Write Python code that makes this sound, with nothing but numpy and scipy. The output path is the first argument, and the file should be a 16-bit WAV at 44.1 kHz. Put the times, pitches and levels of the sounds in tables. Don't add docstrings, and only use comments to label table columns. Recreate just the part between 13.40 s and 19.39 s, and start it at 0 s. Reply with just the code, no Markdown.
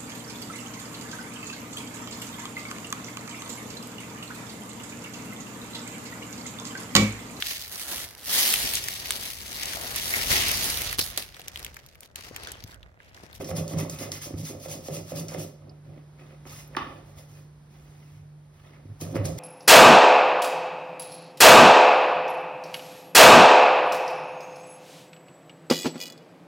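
import sys
import numpy as np
from scipy import signal
from scipy.fft import rfft, irfft, next_fast_len
from scipy.io import wavfile
from scipy.ndimage import uniform_filter1d, map_coordinates

SR = 44100
rng = np.random.default_rng(int(sys.argv[2]) if len(sys.argv) > 2 else 0)


def transcribe(signal):
    frames = np.atleast_2d(signal).T
    limited = np.clip(frames, -1, 1)
    pcm = np.round(limited * 32767).astype(np.int16)
    wavfile.write(sys.argv[1], SR, pcm)


N = 264159

# t/s, level/dB, centre f/Hz, T60/s
BLADE_SNAPS = [(0.044, -32.5, 5560, 0.071), (0.105, -38, 5590, 0.037), (0.163, -53, 5300, 0.027),
               (0.2789, -26, 6340, 0.017), (0.383, -40, 5300, 0.027), (0.4969, -21, 6300, 0.022),
               (0.5875, -35.5, 4740, 0.038), (0.7178, -19.5, 5500, 0.026), (0.821, -34, 10100, 0.033),
               (0.9797, -41, 6330, 0.027), (1.049, -38, 5270, 0.056), (1.199, -42.5, 5530, .04),
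               (1.2833, -39, 4650, 0.13), (1.482, -36, 4920, 0.028), (1.7549, -40, 5140, 0.035),
               (1.8833, -28.5, 6030, 0.036), (1.9826, -49, 5940, 0.045), (3.095, -41, 5270, 0.07),
               (3.3663, -25, 3630, 0.04), (3.7847, -45, 4680, 0.0283), (5.6127, -33, 9830, 0.024),
               (5.75, -47, 5300, 0.035), (5.854, -22, 6600, 0.041)]
# t/s, higher-mode level/dB, lower-mode level/dB, hard-edge level/dB
SLICER_THUMPS = [(0.008, -28.5, -27, -47), (0.091, -25, -41, -45), (0.112, -21.5, -37, -36),
                 (0.186, -51, -36, -47), (0.208, -26.5, -36, -57), (0.309, -31, -33, -51),
                 (0.335, -42, -25, -40), (0.362, -30, -35, -61), (0.388, -30, -31, -60),
                 (0.428, -35, -24, -45), (0.609, -36, -28, -41), (0.651, -48, -37, -53),
                 (0.773, -42, -39, -66), (0.867, -42, -30.5, -54), (0.905, -36, -27, -52),
                 (0.939, -41, -24, -47), (0.998, -44, -32, -60), (1.033, -38, -40, -64),
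                 (1.107, -39, -28.5, -53.5), (1.148, -29.5, -40, -56), (1.258, -26.5, -41, -47),
                 (1.352, -38.5, -28.5, -59), (1.484, -22, -29, -42.5), (1.554, -27, -42, -57),
                 (1.719, -22, -41, -43), (1.731, -36, -33, -60.5), (1.809, -35, -45, -45),
                 (1.918, -28.5, -49, -52), (1.9452, -22, -35, -37), (1.982, -28.5, -37, -58),
                 (2.578, -62, -59, -57), (2.792, -58, -53, -54), (2.907, -43, -46, -53),
                 (3.053, -44, -40, -45), (3.309, -45, -47, -73), (5.452, -50, -36.5, -69),
                 (5.617, -33, -24, -46), (5.709, -52, -35, -66), (5.728, -46, -27, -60),
                 (5.755, -24.5, -18.5, -33), (5.764, -20.5, -30, -29), (5.776, -39, -49, -38),
                 (5.789, -42, -37, -40), (5.812, -36, -28, -44)]
# f/Hz, bandwidth/Hz, level/dB
PLATE_MODES = [(225, 35, -4), (290, 22, 0), (345, 40, -3), (410, 18, -1), (480, 40, -8), (528, 14, 3),
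               (573, 15, 2), (630, 50, -5), (735, 70, -9)]
UPPER_PLATE_MODES = [(800, 270, -3.5), (1176, 124, 1.5), (1303, 94, 2), (1763, 230, -3.5), (2052, 210, 1.4),
                     (2546, 140, -2), (2766, 145, -1), (3260, 2540, -9.5)]
BOWL_MODES = [(273, 59, -2.5), (377, 86, -3.5), (610, 190, -29), (894, 142, -1), (1120, 126, 2.5),
              (1247, 120, 1.5), (1327, 126, -2), (1760, 290, -4.5), (2040, 310, -3.5), (2770, 580, -1),
              (3500, 500, 6), (4460, 930, 4)]


def amp(db):
    return 10 ** (np.asarray(db) / 20)


def unit(x):
    return x / np.sqrt(np.mean(x ** 2) + 1e-20)


def along(points, hz):
    f, value = np.transpose(points)
    return np.interp(np.log(hz + 1), np.log(f + 1), value)


def filtered(x, response):
    size = next_fast_len(N + SR // 2)
    return irfft(rfft(x, size) * response(np.fft.rfftfreq(size, 1 / SR)), size)[..., :N]


def tinted(x, spectrum):
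    return unit(filtered(x, lambda hz: amp(along(spectrum, hz))))


def resonant(x, modes, ratio=-1):
    return filtered(x, lambda f: sum(
        ratio ** k * amp(db) * 1j * f * width / (f0 * f0 - f * f + 1j * f * width)
        for k, (f0, width, db) in enumerate(modes)))


def shaken(force, gain, modes):
    return resonant(force * gain, modes) / np.std(resonant(force[0], modes))


def wobble(knots_per_s):
    knots = rng.standard_normal(int(N * knots_per_s / SR) + 4)
    return map_coordinates(knots, [np.arange(N) * knots_per_s / SR])


def grit(knots_per_s, lumpy_db):
    return unit(rng.standard_normal((2, N)) * amp(lumpy_db * wobble(knots_per_s)))


def patchy(x, depth_db):
    spectra = signal.stft(x, nperseg=512)[2]
    field = uniform_filter1d(rng.standard_normal(spectra.shape[1:]), size=3, axis=0)
    field = uniform_filter1d(field, size=4, axis=1)
    return unit(signal.istft(spectra * amp(depth_db * unit(field)), nperseg=512)[1][:, :N])


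def pushes(times, db, contact_s):
    impulses, pulse = np.zeros(N), np.hanning(round(contact_s * SR) + 3)
    impulses[np.round(times * SR).astype(int)] = amp(db)
    return np.convolve(impulses, pulse / pulse.sum())[:N]


def bursts(rows, width_hz):
    out, t = np.zeros(N + SR), np.arange(SR // 8) / SR
    hz = np.fft.rfftfreq(len(t), 1 / SR)
    attack = 1 - np.exp(-t / .0003)
    for start, db, centre_hz, t60 in rows:
        spectrum = rfft(rng.standard_normal(len(t))) / (1 + ((hz - centre_hz) / (width_hz / 2)) ** 2)
        band = unit(irfft(spectrum, len(t)))
        out[round(start * SR):][:len(t)] += amp(db - 5 - 60 * t / t60) * attack * band
    return out[:N]


def swells(start_s, swell_s, hold_s, levels_db, fades_db_per_s):
    t = np.arange(0, N / SR + .002, .001)
    since_top = t - (start_s + swell_s)[:, None]
    rise_db = 20 * np.minimum(since_top, 0) / np.reshape(swell_s, (-1, 1))
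    fading_s = np.maximum(since_top - hold_s[:, None], 0)
    powers = [np.sum(amp(db[:, None] + rise_db - fade * fading_s) ** 2, axis=0)
              for db, fade in zip(levels_db, fades_db_per_s)]
    return np.array([np.interp(np.arange(N) / SR, t, power) for power in powers])


def contact_gains():
    # t/s, swell/s, hold/s, hiss level/dB, scrape level/dB
    cuts = [(.145, 0.017, 0.023, -37, -43.5), (.36, 0.025, 0.024, -37.5, -41.5),
            (.55, 0.047, 0.04, -39, -44.5), (.80, 0.018, 0.04, -39, -49.5), (1.0, 0.053, 0.04, -40, -51.5),
            (1.24, 0.077, 0.015, -38, -49.5), (1.49, 0.049, 0.027, -39.5, -48.5),
            (1.71, 0.067, 0.017, -37.5, -50), (1.94, 0.058, 0.024, -40.5, -54.5),
            (5.597, 0.014, 0.0035, -38, -49.5), (5.838, 0.014, 0.0039, -37, -44)]
    returns = [(-.03, 0.049, 0.0033, -41.5, -48), (.04, 0.052, 0.014, -38, -50.5),
               (.262, 0.035, 0.043, -44, -52), (.485, 0.018, 0.051, -44, -52),
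               (.71, 0.009, 0.059, -41, -50), (.96, 0.018, 0.038, -44.5, -59),
               (1.18, 0.054, 0.029, -42.5, -55.5), (1.41, 0.059, 0.0097, -39.5, -53),
               (1.64, 0.062, 0.016, -42.5, -50), (1.87, 0.022, 0.035, -47, -51),
               (1.91, 0.032, 0.0035, -41.5, -44.5), (5.65, 0.064, 0.014, -52, -55),
               (5.74, 0.014, 0.014, -44, -44), (5.9, 0.0073, 0.043, -67, -75),
               (5.972, 0.015, .01, -38, -44)]
    # t/s, shaking hold/s, higher-mode level/dB, lower-mode level/dB,
    # rocking hold/s, lower rocking level/dB, upper rocking level/dB
    shoves = [(-.03, 0.028, -40, -35.5, 0.0073, -43, -40), (0.082, 0.14, -40.5, -41.5, 0.12, -36.5, -36.5),
              (0.311, 0.13, -40, -43, 0.079, -36.5, -31.5), (0.48, 0.021, -58, -50, 0.05, -46, -43.5),
              (0.576, 0.11, -46, -45, 0.15, -43, -53), (0.847, 0.026, -45, -55, 0.031, -45, -69),
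              (0.92, 0.035, -50, -53, 0.057, -37, -40.5), (1.087, 0.015, -44, -44.5, 0.083, -44, -60),
              (1.239, 0.14, -46, -50, 0.14, -47, -46.5), (1.48, 0.1, -46, -45, 0.13, -44, -42),
              (1.701, 0.14, -46, -43.5, 0.15, -49, -38.5), (1.923, 0.061, -42, -41, 0.091, -43, -40.5),
              (2.454, 0.02, -73, -65, 0.017, -42.5, -45), (5.596, 0.29, -44.5, -51.5, 0.085, -39, -36),
              (5.734, 0.018, -37, -32, 0.011, -32.5, -36), (5.76, 0.026, -55, -55, 0.029, -28.5, -39),
              (5.85, 0.028, -44, -43, 0.075, -37, -35.5)]
    # t/s, hold/s, level/dB for each of the first five amplitudes
    touches = [(2.192, 0.1, -96, -71.5, -56.5, -53.5, -51.5), (2.425, 0.14, -77, -68, -59, -56.5, -66),
               (2.761, 0.14, -74, -60, -61, -59, -61), (3.048, 0.13, -49, -52, -62.5, -79, -54),
               (3.306, 0.25, -67.5, -61.5, -52.5, -55.5, -54), (3.636, 0.06, -65.5, -67, -60.5, -66, -53),
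               (3.752, 0.015, -51.5, -58, -56.5, -67, -51), (3.868, 0.11, -61.5, -64.5, -67, -63, -54),
               (4.287, 0.46, -68, -67, -76, -67, -61.5), (4.698, 0.1, -78, -74, -88, -69, -52.5),
               (5.115, 0.15, -72, -66, -81, -73, -63), (5.214, 0.13, -91, -61.5, -60.5, -60, -58),
               (5.438, 0.053, -79, -79, -82, -59, -41.5)]
    power = np.zeros((6, N))
    for strokes, fades_db_per_s in (cuts, (266, 280)), (returns, (820, 330)):
        start, swell_s, hold_s, *levels = np.transpose(strokes)
        power[:2] += swells(start, swell_s, hold_s, levels, fades_db_per_s)
    start, shake_s, high_db, low_db, rock_s, *rock_db = np.transpose(shoves)
    power[2:4] += swells(start, 0.0034, shake_s, (high_db, low_db), fades_db_per_s=(130, 120))
    power[4:] += swells(start, 0.03, rock_s, rock_db, fades_db_per_s=(180, 170))
    start, hold_s, *levels = np.transpose(touches)
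    power[:5] += swells(start, 0.025, hold_s, levels, fades_db_per_s=[230] * 5)
    return np.sqrt(power)


def stalls(contacts, depth_db, lead_s):
    time_left = np.arange(round(.08 * SR))[::-1] / SR
    dip_db = depth_db * np.exp(-time_left / lead_s)
    level_db = np.zeros(N + SR)
    for release_s, *_ in contacts:
        end = round(release_s * SR)
        level_db[max(end - len(dip_db), 0):end] -= dip_db[-end:]
    return amp(level_db[:N])


def crunch(cells_per_s, spread_db):
    bursting = rng.random(N) < cells_per_s / SR
    return unit(bursting * amp(spread_db * rng.exponential(size=N)) * rng.standard_normal((2, N)))


def wet_hiss(gain):
    # f/Hz, bandwidth/Hz, level/dB
    blade_modes = [(3480, 170, 5.5), (4570, 67, -11), (5380, 69, -13), (5800, 120, 0), (5950, 140, -2.5),
                   (9400, 93, 8.5), (11480, 71, -35)]
    # f/Hz, level/dB
    hiss_spectrum = [(1500, -30), (2500, -6), (3800, -7), (5500, 0), (6700, .5), (8000, -3.5), (10000, -6),
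                     (13500, -4), (15500, -9)]
    flesh = patchy(grit(450, lumpy_db=1.0), depth_db=2.8)
    flesh += amp(-12) * crunch(cells_per_s=900, spread_db=2.8)
    caught = stalls(BLADE_SNAPS, depth_db=3.5, lead_s=0.053)
    return gain * caught * tinted(flesh + amp(-9.5) * resonant(flesh, blade_modes), hiss_spectrum)


def scrape(gain):
    return shaken(patchy(grit(200, lumpy_db=2.5), depth_db=3.0), gain, UPPER_PLATE_MODES)


def judder(high_gain, low_gain, slowed):
    force = grit(70, lumpy_db=2.2)
    low = shaken(force, slowed * low_gain, PLATE_MODES[:4])
    high = shaken(force, slowed * high_gain, PLATE_MODES[4:])
    bowl = shaken(grit(120, lumpy_db=3.5), high_gain, BOWL_MODES[2:7])
    return low + high + amp(-14) * bowl


def rocking(gain, mode_hz, drift_rad):
    phase = 2 * np.pi * mode_hz * np.arange(N) / SR
    rows = [unit(amp(2.5 * wobble(35)) * np.sin(phase + drift_rad * wobble(35))) for _ in range(2)]
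    return gain * np.array(rows)


def refrigerator():
    # f/Hz, level/dB above the common level
    hum_lines = [(98, -14.5), (148, 5)]
    # t/s, level/dB
    hum_level = [(2.2, -56), (2.61, -50.5), (2.74, -54.5), (3.35, -52.5), (3.64, -56.5), (4.0, -51),
                 (4.32, -57), (4.97, -52), (5.19, -60), (5.4, -55)]
    t = np.arange(N) / SR
    level_db = np.interp(t, *np.transpose(hum_level))
    hum = sum(amp(level_db + db + 1.3 * wobble(3.15)) * np.sqrt(2) * np.sin(2 * np.pi * hz * t)
              for hz, db in hum_lines)
    return hum * [[1], [.3]]


def room_tone():
    # f/Hz, level/dB
    air_spectrum = [(20, -37), (50, 0.5), (95, -4.5), (200, -10.5), (500, -18), (1000, -22.5),
                    (2500, -31.5), (4000, -34), (11000, -39.5), (15000, -49)]
    # t/s, level/dB
    room_level = [(0, -51), (2.3, -57), (3.5, -50), (4.15, -56), (4.5, -54), (4.95, -57.5), (5.3, -56.5),
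                  (6, -47.5)]
    level_db = np.interp(np.arange(N) / SR, *np.transpose(room_level)) + 0.36 * wobble(5.13)
    return amp(level_db) * tinted(rng.standard_normal((2, N)), air_spectrum)


def thumps():
    times, high_db, low_db, edge_db = np.transpose(SLICER_THUMPS)
    low_force = resonant(pushes(times, low_db, contact_s=0.0025), [(305, 270, 0)])
    high_force = resonant(pushes(times, high_db, contact_s=0.0012), [(581, 223, 1.5)])
    low = resonant(low_force, [(293.2, 67, 0.5), (376, 27, -9.5)], ratio=0.37)
    high = resonant(high_force, PLATE_MODES[4:], ratio=0.9)
    edge = resonant(pushes(times, edge_db, contact_s=0.00034), UPPER_PLATE_MODES)
    return amp(44) * low + amp(42) * high + amp(35.5) * edge


def snaps():
    clicks = [(start, db + 3.0, 12000, .004) for start, db, *_ in BLADE_SNAPS]
    return bursts(BLADE_SNAPS, width_hz=3600) + bursts(clicks, width_hz=16000)


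def rim_booms(rise_s=0.0075):
    # t/s, level/dB, f/Hz
    rim_knocks = [(0.142, -32, 170), (0.18, -27.5, 166), (0.21, -27.5, 165), (0.339, -26.5, 155),
                  (0.365, -23.5, 161), (0.399, -31, 170), (0.43, -29, 157), (0.938, -31, 92.5),
                  (0.969, -34, 153), (1.029, -30, 151), (1.515, -33, 157), (1.571, -36, 150),
                  (1.749, -31.5, 151), (1.806, -35, 153), (1.98, -34, 165), (2.487, -39, 153),
                  (5.796, -28, 106), (5.847, -25, 143), (5.891, -25, 107)]
    out, t = np.zeros(N + SR), np.arange(SR // 8) / SR
    envelope = t / rise_s * np.exp(1 - t / rise_s)
    for start, db, hz in rim_knocks:
        out[round(start * SR):][:len(t)] += amp(db) * envelope * np.sin(2 * np.pi * hz * t)
    return out[:N]


def ticks(t60=.03):
    # t/s, level/dB, centre f/Hz
    tick_events = [(2.295, -39.5, 4870), (3.065, -38.5, 825), (3.2754, -45, 11900), (3.35, -26.5, 1810),
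                   (5.256, -51, 1040), (3.937, -47, 5300)]
    return bursts([(*tick, t60) for tick in tick_events], width_hz=510)


def bowl_blows():
    # t/s, level/dB, contact time/s
    blows = [(3.061, -25, 0.0015), (3.3485, -29, 0.0007), (3.3664, -15.5, 0.00052), (3.368, -8, 0.00045),
             (3.3714, -18.5, 0.00062)]
    force = sum(pushes(np.array(start), db, contact_s) for start, db, contact_s in blows)
    return amp(28) * resonant(force, BOWL_MODES)


def kitchen(x):
    # f/Hz, T60/s
    decay_times = [(200, 0.64), (1000, 0.47), (3000, 0.5), (6000, 0.47), (10000, 0.33)]
    hz, t, spectra = signal.stft(rng.standard_normal((2, SR // 2)), SR, nperseg=256)
    tail = signal.istft(spectra * amp(-60 * t / along(decay_times, hz)[:, None]), SR, nperseg=256)[1]
    delayed = np.pad(x, (200, 0))[None]
    return signal.fftconvolve(delayed, tail / np.linalg.norm(tail[0]), axes=1)[:, :N]


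def scene():
    snap, thump, blow = snaps(), thumps(), bowl_blows()
    hiss_gain, scrape_gain, high_gain, low_gain, lower_rock, upper_rock = contact_gains()
    slowed = stalls(SLICER_THUMPS, depth_db=1.0, lead_s=0.032)
    friction = wet_hiss(hiss_gain) + scrape(slowed * scrape_gain)
    body = judder(high_gain, low_gain, slowed)
    body += rocking(lower_rock, mode_hz=100.9, drift_rad=1.12)
    body += rocking(upper_rock, mode_hz=161, drift_rad=0.77)
    reverb = kitchen(amp(-6) * snap + amp(-4.5) * thump + amp(-1.5) * blow + amp(-9.5) * friction[0])
    transients = (thump + snap + rim_booms() + ticks() + blow) * [[1], [-.15]]
    return friction + body + transients + reverb + refrigerator() + room_tone()


def record(dry):
    # f/Hz, correlation
    coherence = [(60, 1), (250, 0.97), (550, 0.64), (1000, 0.38), (2300, 0.57), (4000, 0.16), (6000, 0.63),
                 (7000, 1), (15000, 0.73)]
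    # f/Hz, level/dB
    level_difference = [(60, -2), (270, -2), (450, -3), (740, -7), (1220, -2), (2000, -1), (3300, -.5),
                        (5500, -0.5)]
    # f/Hz, phase/rad
    phase_lead = [(100, 0), (600, -.4), (1030, 1), (1500, .1), (2000, .3), (2800, 2.5), (3300, .6),
                  (5000, .3), (6700, 3.1), (8200, 3.2), (9600, 6.2), (11600, 6.4), (12500, 9.4),
                  (14400, 9.5), (15300, 12.5)]
    bass_hz, top_hz = 35, 15900

    def row_weights(hz):
        angle = np.arccos(np.clip(along(coherence, hz), -1, 1)) / 2
        return np.array([np.cos(angle), np.sin(angle)])

    def port_responses(hz):
        left = amp(along(level_difference, hz) / 2) * np.exp(.5j * along(phase_lead, hz))
        passband = hz ** 2 / (hz ** 2 + bass_hz ** 2) * (hz < top_hz)
        return np.array([left, 1 / left]) * passband

    shared, apart = filtered(dry, row_weights)
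    return filtered(np.array([shared + apart, shared - apart]), port_responses)


dry = scene()
out = record(dry)
transcribe(out)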